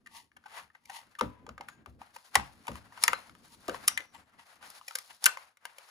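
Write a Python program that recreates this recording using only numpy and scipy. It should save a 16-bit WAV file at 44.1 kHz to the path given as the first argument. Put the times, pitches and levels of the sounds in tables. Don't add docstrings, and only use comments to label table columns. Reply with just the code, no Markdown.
import sys
import numpy as np
from scipy import signal
from scipy.fft import rfft, irfft, next_fast_len
from scipy.io import wavfile
from scipy.ndimage import map_coordinates

SR = 44100
rng = np.random.default_rng(int(sys.argv[2]) if len(sys.argv) > 2 else 0)


def store_pcm(level_fs):
    pcm = np.round(np.clip(level_fs, -1, 1) * 32767).astype(np.int16)
    wavfile.write(sys.argv[1], SR, np.atleast_2d(pcm).T)


N = 260190

# t/s, contact time/s, note f/Hz, level/dB, hardness/dB (snap re ring)
CONTACTS = [(0.06,0.0056,1910,-53,-14), (0.068,0.0067,1880,-50,-13.5), (0.316,0.0021,1710,-66,-21),
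            (0.364,0.0086,1710,-54,-12.5), (0.439,0.0026,1480,-61.5,-23), (0.457,0.0099,845,-46.5,-21.5),
            (0.701,0.0027,1800,-61.5,-30), (0.748,0.0071,1890,-53,-24), (0.853,.006,2330,-60.5,0),
            (0.895,0.0082,790,-42.5,-12), (1.151,0.0027,1790,-52,-17.5), (1.186,0.012,1190,-38,-11.5),
            (1.2104,0.00033,1275,-25,-20), (1.466,0.00031,885,-50,-18), (1.491,0.00044,1260,-44.5,-17.5),
            (1.579,.0012,1245,-45.5,-21), (1.609,.0014,840,-40,-21.5), (1.685,0.0025,1440,-44.5,-8),
            (1.86,0.00083,1180,-49,-15.5), (2.015,.0026,794,-45.5,-26.5), (2.161,.0057,927,-45.5,-9),
            (2.3543,0.0013,1972,-20.5,-2.5), (2.3567,0.0017,1063,-20.5,-19.5), (2.397,0.0012,944,-36.5,-21),
            (2.669,0.0019,890,-48,-5.5), (2.679,0.0047,928,-34.5,-15), (2.716,.0013,1230,-49.5,-10),
            (2.755,0.0014,1130,-47,-9), (2.921,0.0066,976,-54,-30), (2.975,.003,970,-48,-14.5),
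            (3.037,0.001,2296,-26.5,6.5), (3.0794,.00085,1823,-22.5,-5), (3.082,0.001,1320,-27,-19.5),
            (3.132,0.00032,1322,-26,-17), (3.295,.0014,1340,-54.5,-12), (3.351,.0008,1270,-59,-8),
            (3.681,0.001,2200,-47,1), (3.6844,0.0023,670,-35,-26), (3.6943,.0016,1346,-36.5,-13),
            (3.745,0.0018,993,-39,-21), (3.878,0.0012,2425,-38,16), (3.881,0.0019,2000,-29.5,9),
            (3.975,.0023,1990,-30.5,-7.5), (4.004,0.0018,2130,-46.5,-11), (4.626,.0021,1460,-50.5,-14),
            (4.7,0.0037,1280,-59,8.5), (4.812,0.002,1010,-52,-20), (4.879,0.0064,2420,-44.5,0.5),
            (4.909,0.0012,1330,-46.5,-10.5), (4.9516,0.006,1607,-38,6), (4.986,0.00089,2270,-47,5.5),
            (5.2411,.0015,2690,-36.5,9.5), (5.2575,.001,2153,-36,18.5), (5.261,0.0027,1503,-21,-1),
            (5.2637,0.0018,1532,-25.5,-1), (5.372,.001,1070,-40.5,-19.5), (5.571,.001,2163,-65.5,-1.5),
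            (5.6529,0.0019,1595,-41.5,-5.5), (5.783,0.0024,2320,-52,-1.5)]
# f/Hz, level/dB, T60/s
SHELL_MODES = [(534, -7.5, 0.057), (777, -3.5, 0.015), (939, -4, 0.037), (1210, 1, 0.029),
               (1543, -3.5, 0.033), (1828, -3.5, 0.011), (2126, -3, 0.02)]
# f/Hz, level/dB
EDGE_SPECTRUM = [(300, -46.5), (1500, -10), (2700, 6), (4500, 1), (6200, 1.5), (7500, -0.5), (9000, -19.5),
                 (16000, -46)]
SNAP_SPECTRUM = [(2000, -36.5), (6000, -12.5), (8300, -7.5), (10300, -4), (12200, -7.5), (14000, -15.5),
                 (16500, -32.5)]
RUB_SPECTRUM = [(200, -34.5), (450, -12.5), (750, -3), (950, -2), (1300, -1.5), (1600, -2.5), (2000, -5),
                (2900, -11), (4500, -23), (12000, -64.5)]


def clicks(note_t60=0.019, chatter_t60=0.12, edge_t60=0.021, snap_t60=0.011, db_per_octave=5):
    out, t = np.zeros((2, N)), np.arange(2048) / SR
    port_phase = np.array([[0.66], [-0.66]])
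    bass_cut = signal.butter(2, 480, "high", fs=SR, output="sos")
    for onset, contact, note_hz, level, hardness in CONTACTS:
        grit = rng.standard_normal((3, len(t)))
        scatter = rng.standard_normal((4, len(SHELL_MODES)))
        press = np.minimum(t / (0.47 * contact), 1)
        released = np.maximum(t - 0.94 * contact, 0)
        shell = 0
        for (hz, db, t60), strength, sign, detune, aim in zip(SHELL_MODES, *scatter):
            gain = np.sign(sign) * amp(db + 10 * strength - db_per_octave * abs(np.log2(hz / note_hz)))
            phase = 2 * np.pi * hz * (1 + 0.022 * detune) * t + aim * port_phase
            shell += gain * np.sin(phase) * fade(released, t60)
        note = np.sin(2 * np.pi * note_hz * t + scatter[-1, 0] * port_phase) * fade(released, note_t60)
        chatter = resonant(coloured(grit[0], RUB_SPECTRUM), [(note_hz, note_hz / 2, 0)])
        chatter *= fade(released, chatter_t60)
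        ring = press * (burst(shell) + amp(2) * burst(note) + amp(-9) * burst(chatter))
        ring = burst(signal.sosfilt(bass_cut, ring))
        edge_hz = 5300 if hardness > -1 else 2500
        edge = coloured(grit[1], EDGE_SPECTRUM)
        edge = filtered(edge, lambda hz: 1 + 2.4 * resonance(hz, edge_hz, width=600))
        clack = burst(edge * press * fade(released, edge_t60))
        snap = burst(coloured(grit[2], SNAP_SPECTRUM) * press * fade(released, snap_t60))
        add(out, onset, amp(level) * (ring + amp(hardness / 2 - 1) * clack + amp(hardness) * snap))
    return out


# t/s, boom level/dB, knock level/dB
BUMPS = [(1.212, -27.5, -35), (1.479, -42.5, -52), (1.599, -55, -55), (1.867, -42.5, -59),
         (2.361, -31, -46), (2.685, -32.5, -44.5), (3.08, -46.5, -52), (3.686, -46.5, -34.5),
         (3.997, -70, -56.5), (5.261, -65.5, -51.5)]
# f/Hz, level/dB
BOOM_SPECTRUM = [(25, -30.5), (50, -23.5), (74, -6.5), (185, -18), (260, -9), (400, -25), (1000, -47)]
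KNOCK_SPECTRUM = [(100, -26), (250, -7.5), (500, -0.5), (650, -4.5), (1200, -27.5), (4000, -67.5)]
# f/Hz, bandwidth/Hz, level/dB
BOOM_MODES = [(68.6, 13, 6), (107, 5.1, 2.5), (133, 15, 3.5), (171, 23, 6.5), (223, 25, -11.5)]


def bumps(swell_s=0.018, boom_t60=0.22, knock_t60=0.12):
    out, t = np.zeros(N), np.arange(SR // 2) / SR
    for onset, boom_db, knock_db in BUMPS:
        noise = rng.standard_normal((2, len(t)))
        drive = coloured(noise[0], BOOM_SPECTRUM) * attack(t, swell_s) ** 2 * fade(t, boom_t60)
        boom = burst(0.43 * drive + resonant(drive, BOOM_MODES))
        knock = burst(coloured(noise[1], KNOCK_SPECTRUM) * attack(t, 0.0015) * fade(t, knock_t60))
        add(out, onset, amp(boom_db - 5) * boom + amp(knock_db + 3) * knock)
    return out


# t/s, f/Hz, level/dB, T60/s
THIN_PARTS = [(1.21, 996, -52, 0.6), (1.686, 1613, -63, 0.52), (1.685, 6870, -65.5, 0.27),
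              (3.131, 4150, -46.5, 0.19), (3.882, 5770, -49, 0.46), (3.976, 2032, -40, .16),
              (4.135, 7480, -66.5, 0.34)]


def thin_parts():
    out, t = np.zeros(N), np.arange(SR // 2) / SR
    for onset, hz, db, t60 in THIN_PARTS:
        spread = 0.026 * np.sqrt(hz / 5000)
        modes_hz = hz * (1 + spread * rng.standard_normal((6, 1)))
        ring = np.sin(2 * np.pi * (modes_hz * t + rng.random((6, 1)))).sum(0)
        add(out, onset, amp(db) * unit(ring) * attack(t, 0.0018) * fade(t, t60))
    return out


# peak t/s, rise/s, fall/s, wheel level/dB, rub level/dB, hiss level/dB
STROKES = [(0.167, 0.026, 0.033, -49.5, -83, -50.5), (0.579, 0.042, 0.034, -50, -44.5, -50.5),
           (0.964, 0.036, 0.028, -45.5, -70, -48), (2.346, 0.005, 0.0089, -67, -41.5, -46.5),
           (3.03, 0.011, 0.005, -48, -49, -39.5), (3.545, 0.023, 0.0088, -60, -68, -56),
           (3.876, 0.0033, .004, -62, -54, -42), (4.149, 0.0054, 0.013, -51, -62, -60),
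           (4.394, 0.008, 0.023, -55, -60.5, -63), (4.645, 0.023, 0.012, -68, -50, -64.5),
           (4.781, 0.009, 0.014, -76, -58, -56.5), (5.107, 0.0095, 0.011, -51, -53.5, -54.5),
           (5.237, 0.013, 0.01, -73, -49, -46.5)]
# f/Hz, bandwidth/Hz, level/dB
CAVITY_MODES = [(920, 27, -4.5), (937, 34, 4.5), (1126, 42, 0), (1970, 140, -3.5), (2690, 980, -10)]
# f/Hz, level/dB
HISS_SPECTRUM = [(1000, -38), (2800, -8.5), (4300, -1.5), (6000, -6.5), (8300, -8), (10300, -4.5),
                 (12300, -8), (14500, -15), (16500, -30)]


def thumb_strokes(ridges_per_s=320):
    t, envelopes = np.arange(N) / SR, np.zeros((3, N))
    for peak, rise, fall, *levels in STROKES:
        from_peak = np.maximum((peak - t) / rise, (t - peak) / fall)
        envelopes += amp(levels)[:, None] * np.exp(-from_peak ** 1.07)
    wheel, rub, hiss = envelopes
    catch = amp(2 * wobble(ridges_per_s))
    drive_spectrum = [(300, -31), (700, 1.5), (3000, 1.5), (8000, -24.5)]
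    drive = friction(drive_spectrum, slips_per_s=350, slip_share=0.72, spread_db=7)
    cavity = unit(resonant(drive, CAVITY_MODES))
    skin = friction(RUB_SPECTRUM, slips_per_s=400, slip_share=0.2, spread_db=2.5)
    teeth = friction(HISS_SPECTRUM, slips_per_s=1100, slip_share=0.17, spread_db=0.5)
    return catch * (wheel * cavity + rub * skin + hiss * teeth)


# f/Hz, share of power
COHERENCE = [(100, 0.83), (600, 0.94), (1400, 0.25), (3000, 0.077), (7000, 0.79), (11000, 1)]


def friction(spectrum, slips_per_s, slip_share, spread_db):
    chance, size = rng.random(N), rng.standard_normal(N)
    slips = (chance < slips_per_s / SR) * np.sign(size) * amp(spread_db * np.minimum(abs(size), 2))
    source = np.sqrt(slip_share) * unit(slips) + np.sqrt(1 - slip_share) * rng.standard_normal(N)
    direct = filtered(source, lambda hz: np.sqrt(along(COHERENCE, hz)))
    scattered = filtered(rng.standard_normal((2, N)), lambda hz: np.sqrt(1 - along(COHERENCE, hz)))
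    return unit(coloured(direct + scattered, spectrum))


# t/s, duration/s, rub level/dB, hiss level/dB
SLIDES = [(0.448, 0.1, -78, -79), (0.726, 0.021, -74, -81), (0.885, 0.28, -70.5, -77.5),
          (1.223, 0.6, -73, -92), (1.67, 0.046, -68, -71.5), (1.855, 0.079, -77.5, -83.5),
          (1.986, 0.084, -60, -67.5), (2.124, 0.14, -66.5, -65.5), (2.303, 0.33, -67, -71.5),
          (2.635, 0.14, -61, -66.5), (2.799, 0.08, -65.5, -73), (2.918, 0.18, -59, -66.5),
          (3.016, .17, -54.5, -61.5), (3.187, 0.099, -64.5, -68), (3.331, 0.13, -72.5, -74.5),
          (3.42, 0.49, -71, -70.5), (3.623, 0.32, -58, -65.5), (3.984, 0.078, -66.5, -70.5),
          (4.118, 0.083, -63.5, -71), (4.22, 0.14, -72, -83), (4.377, .19, -66.5, -71),
          (4.608, 0.16, -60, -61), (4.802, 0.35, -67.5, -64), (5.269, .17, -59.5, -66.5),
          (5.6, 0.063, -74.5, -85.5), (5.637, 0.11, -63, -71.5), (5.744, 0.074, -60.5, -64),
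          (5.821, 0.1, -57, -59.5)]


def sliding_levels(attack_s=0.02, release_s=0.035, rattle_t60=0.34):
    t = np.arange(SR) / SR
    power = np.zeros((2, N)) + amp([[-87], [-92]]) ** 2
    for onset, duration, rub_db, hiss_db in SLIDES:
        motion = attack(t, attack_s) * np.exp(-np.maximum(t - duration, 0) / release_s)
        add(power, onset, (amp([[rub_db], [hiss_db]]) * motion) ** 2)
    rattle = amp([[-27], [-37.5]]) * fade(t, rattle_t60)
    for onset, _, _, level, _ in CONTACTS:
        add(power, onset, (amp(level) * rattle) ** 2)
    return 10 * np.log10(power)


def rubbing(rub_db, hiss_db):
    pressure_db = 3 * unit(wobble(60) + wobble(24))
    rub = friction(RUB_SPECTRUM, slips_per_s=220, slip_share=0.15, spread_db=11)
    hiss = friction(HISS_SPECTRUM, slips_per_s=410, slip_share=0.35, spread_db=11.5)
    return amp(pressure_db) * (amp(rub_db + 2) * rub + amp(hiss_db + 3) * hiss)


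def crinkle(hiss_db, catches_per_s=38, edge_t60=0.0075, shell_t60=0.015):
    out, t = np.zeros(N), np.arange(1024) / SR
    shortfall_db = 3 * np.minimum(rng.exponential(size=N), 2)
    for i in np.flatnonzero(rng.random(N) < catches_per_s / SR):
        grit = rng.standard_normal((2, len(t)))
        edge = burst(coloured(grit[0], HISS_SPECTRUM) * fade(t, edge_t60))
        shell = burst(coloured(grit[1], RUB_SPECTRUM) * fade(t, shell_t60))
        add(out, i / SR, amp(hiss_db[i] - 8.5 - shortfall_db[i]) * (edge + 0.5 * shell))
    return out


# t/s, level/dB
GRIP_LEVELS = [(0.0, -77), (1.25, -77), (1.39, -66.5), (1.84, -64.5), (2.2, -79.5), (2.65, -66.5),
               (3.98, -66.5), (4.4, -78), (5.9, -90.5)]
# f/Hz, level/dB
RUMBLE_SPECTRUM = [(25, -13.5), (50, -7), (75, 2.5), (150, -2.5), (230, 3), (350, -6.5), (600, -14),
                   (2000, -47.5)]


def grip_rumble():
    level_db = np.interp(np.arange(N) / SR, *np.transpose(GRIP_LEVELS)) + 1 + 4.4 * wobble(16)
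    noise = rng.standard_normal(N) + 0.63 * rng.standard_normal((2, N))
    return amp(level_db) * unit(coloured(noise, RUMBLE_SPECTRUM))


# f/Hz, T60/s
ROOM_DECAY = [(70, 0.42), (200, 0.15), (500, 0.39), (1500, 0.22), (5000, 0.24), (10000, 0.17),
              (16000, 0.093)]


def room(x, early_t60=0.11):
    hz, frame_s, spectra = signal.stft(rng.standard_normal((2, SR // 2)), SR, nperseg=256)
    tail = signal.istft(spectra * fade(frame_s, along(ROOM_DECAY, hz)[:, None]), SR, nperseg=256)[1]
    t = np.arange(tail.shape[1]) / SR
    tail *= attack(t, 0.0037)
    early = rng.standard_normal(tail.shape) * fade(t, early_t60) * (t > 0.002)
    response = amp(-14) * tail / np.linalg.norm(tail[0]) + amp(-16) * early / np.linalg.norm(early[0])
    response = coloured(response, [(300, 0), (1500, -1.5), (4000, -1), (8000, -6), (15000, -7)])
    return signal.fftconvolve(x[None], response, axes=1)[:, :N]


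# f/Hz, phase lead/rad
PORT_PHASE = [(0, 0), (950, .7), (1460, -1.4), (2150, -.8), (2840, -4.7), (3790, -5.5), (5860, -5.6),
              (6630, -6.2), (9730, -12), (12400, -16.2), (14400, -19.3), (16300, -22.2)]
# f/Hz, level/dB
PORT_BALANCE = [(100, 1.5), (380, 0.5), (700, 5.5), (1300, 4), (4400, 6), (8100, 1.5), (11000, 0)]


def microphone_ports(x):
    def response(hz):
        log_ratio = np.log(amp(along(PORT_BALANCE, hz))) + 1j * np.interp(hz, *np.transpose(PORT_PHASE))
        return np.exp(np.array([[0.5], [-0.5]]) * log_ratio)
    return filtered(x, response)


def amp(db):
    return 10 ** (np.asarray(db) / 20)


def unit(x):
    return x / np.sqrt(np.mean(x ** 2) + 1e-20)


def burst(x):
    return unit(x) * np.sqrt(SR / 100 / x.shape[-1])


def along(points, hz):
    f, values = np.transpose(points)
    return np.interp(np.log(hz + 1), np.log(f + 1), values)


def wobble(knots_per_s):
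    knots = rng.standard_normal(int(N * knots_per_s / SR) + 4)
    return map_coordinates(knots, [np.arange(N) * knots_per_s / SR])


def filtered(x, response):
    n = x.shape[-1]
    padded = next_fast_len(n + 4096)
    return irfft(rfft(x, padded) * response(np.fft.rfftfreq(padded, 1 / SR)), padded)[..., :n]


def coloured(x, spectrum):
    return filtered(x, lambda hz: amp(along(spectrum, hz)))


def resonance(hz, centre, width):
    return 1j * hz * width / (centre ** 2 - hz ** 2 + 1j * hz * width)


def resonant(x, modes):
    return filtered(x, lambda hz: sum(amp(db) * resonance(hz, f, width) for f, width, db in modes))


def attack(t, tau):
    return 1 - np.exp(-t / tau)


def fade(t, t60):
    return np.exp(-np.log(1000) * t / t60)


def add(track, onset, sound):
    part = track[..., round(onset * SR):][..., :sound.shape[-1]]
    part += sound[..., :part.shape[-1]]


def scene():
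    rub_db, hiss_db = sliding_levels()
    impacts = clicks() + bumps() + thin_parts() + crinkle(hiss_db)
    handling = thumb_strokes() + rubbing(rub_db, hiss_db) + grip_rumble()
    return microphone_ports(impacts + handling + room(impacts.mean(0)))


def record(dry, ceiling=0.88, cutoff_hz=16600):
    rounded = dry / (1 + abs(dry / ceiling) ** 6) ** (1 / 6)
    return filtered(rounded, lambda hz: 1 / (1 + (hz / cutoff_hz) ** 120))


dry = scene()
out = record(dry)
store_pcm(out)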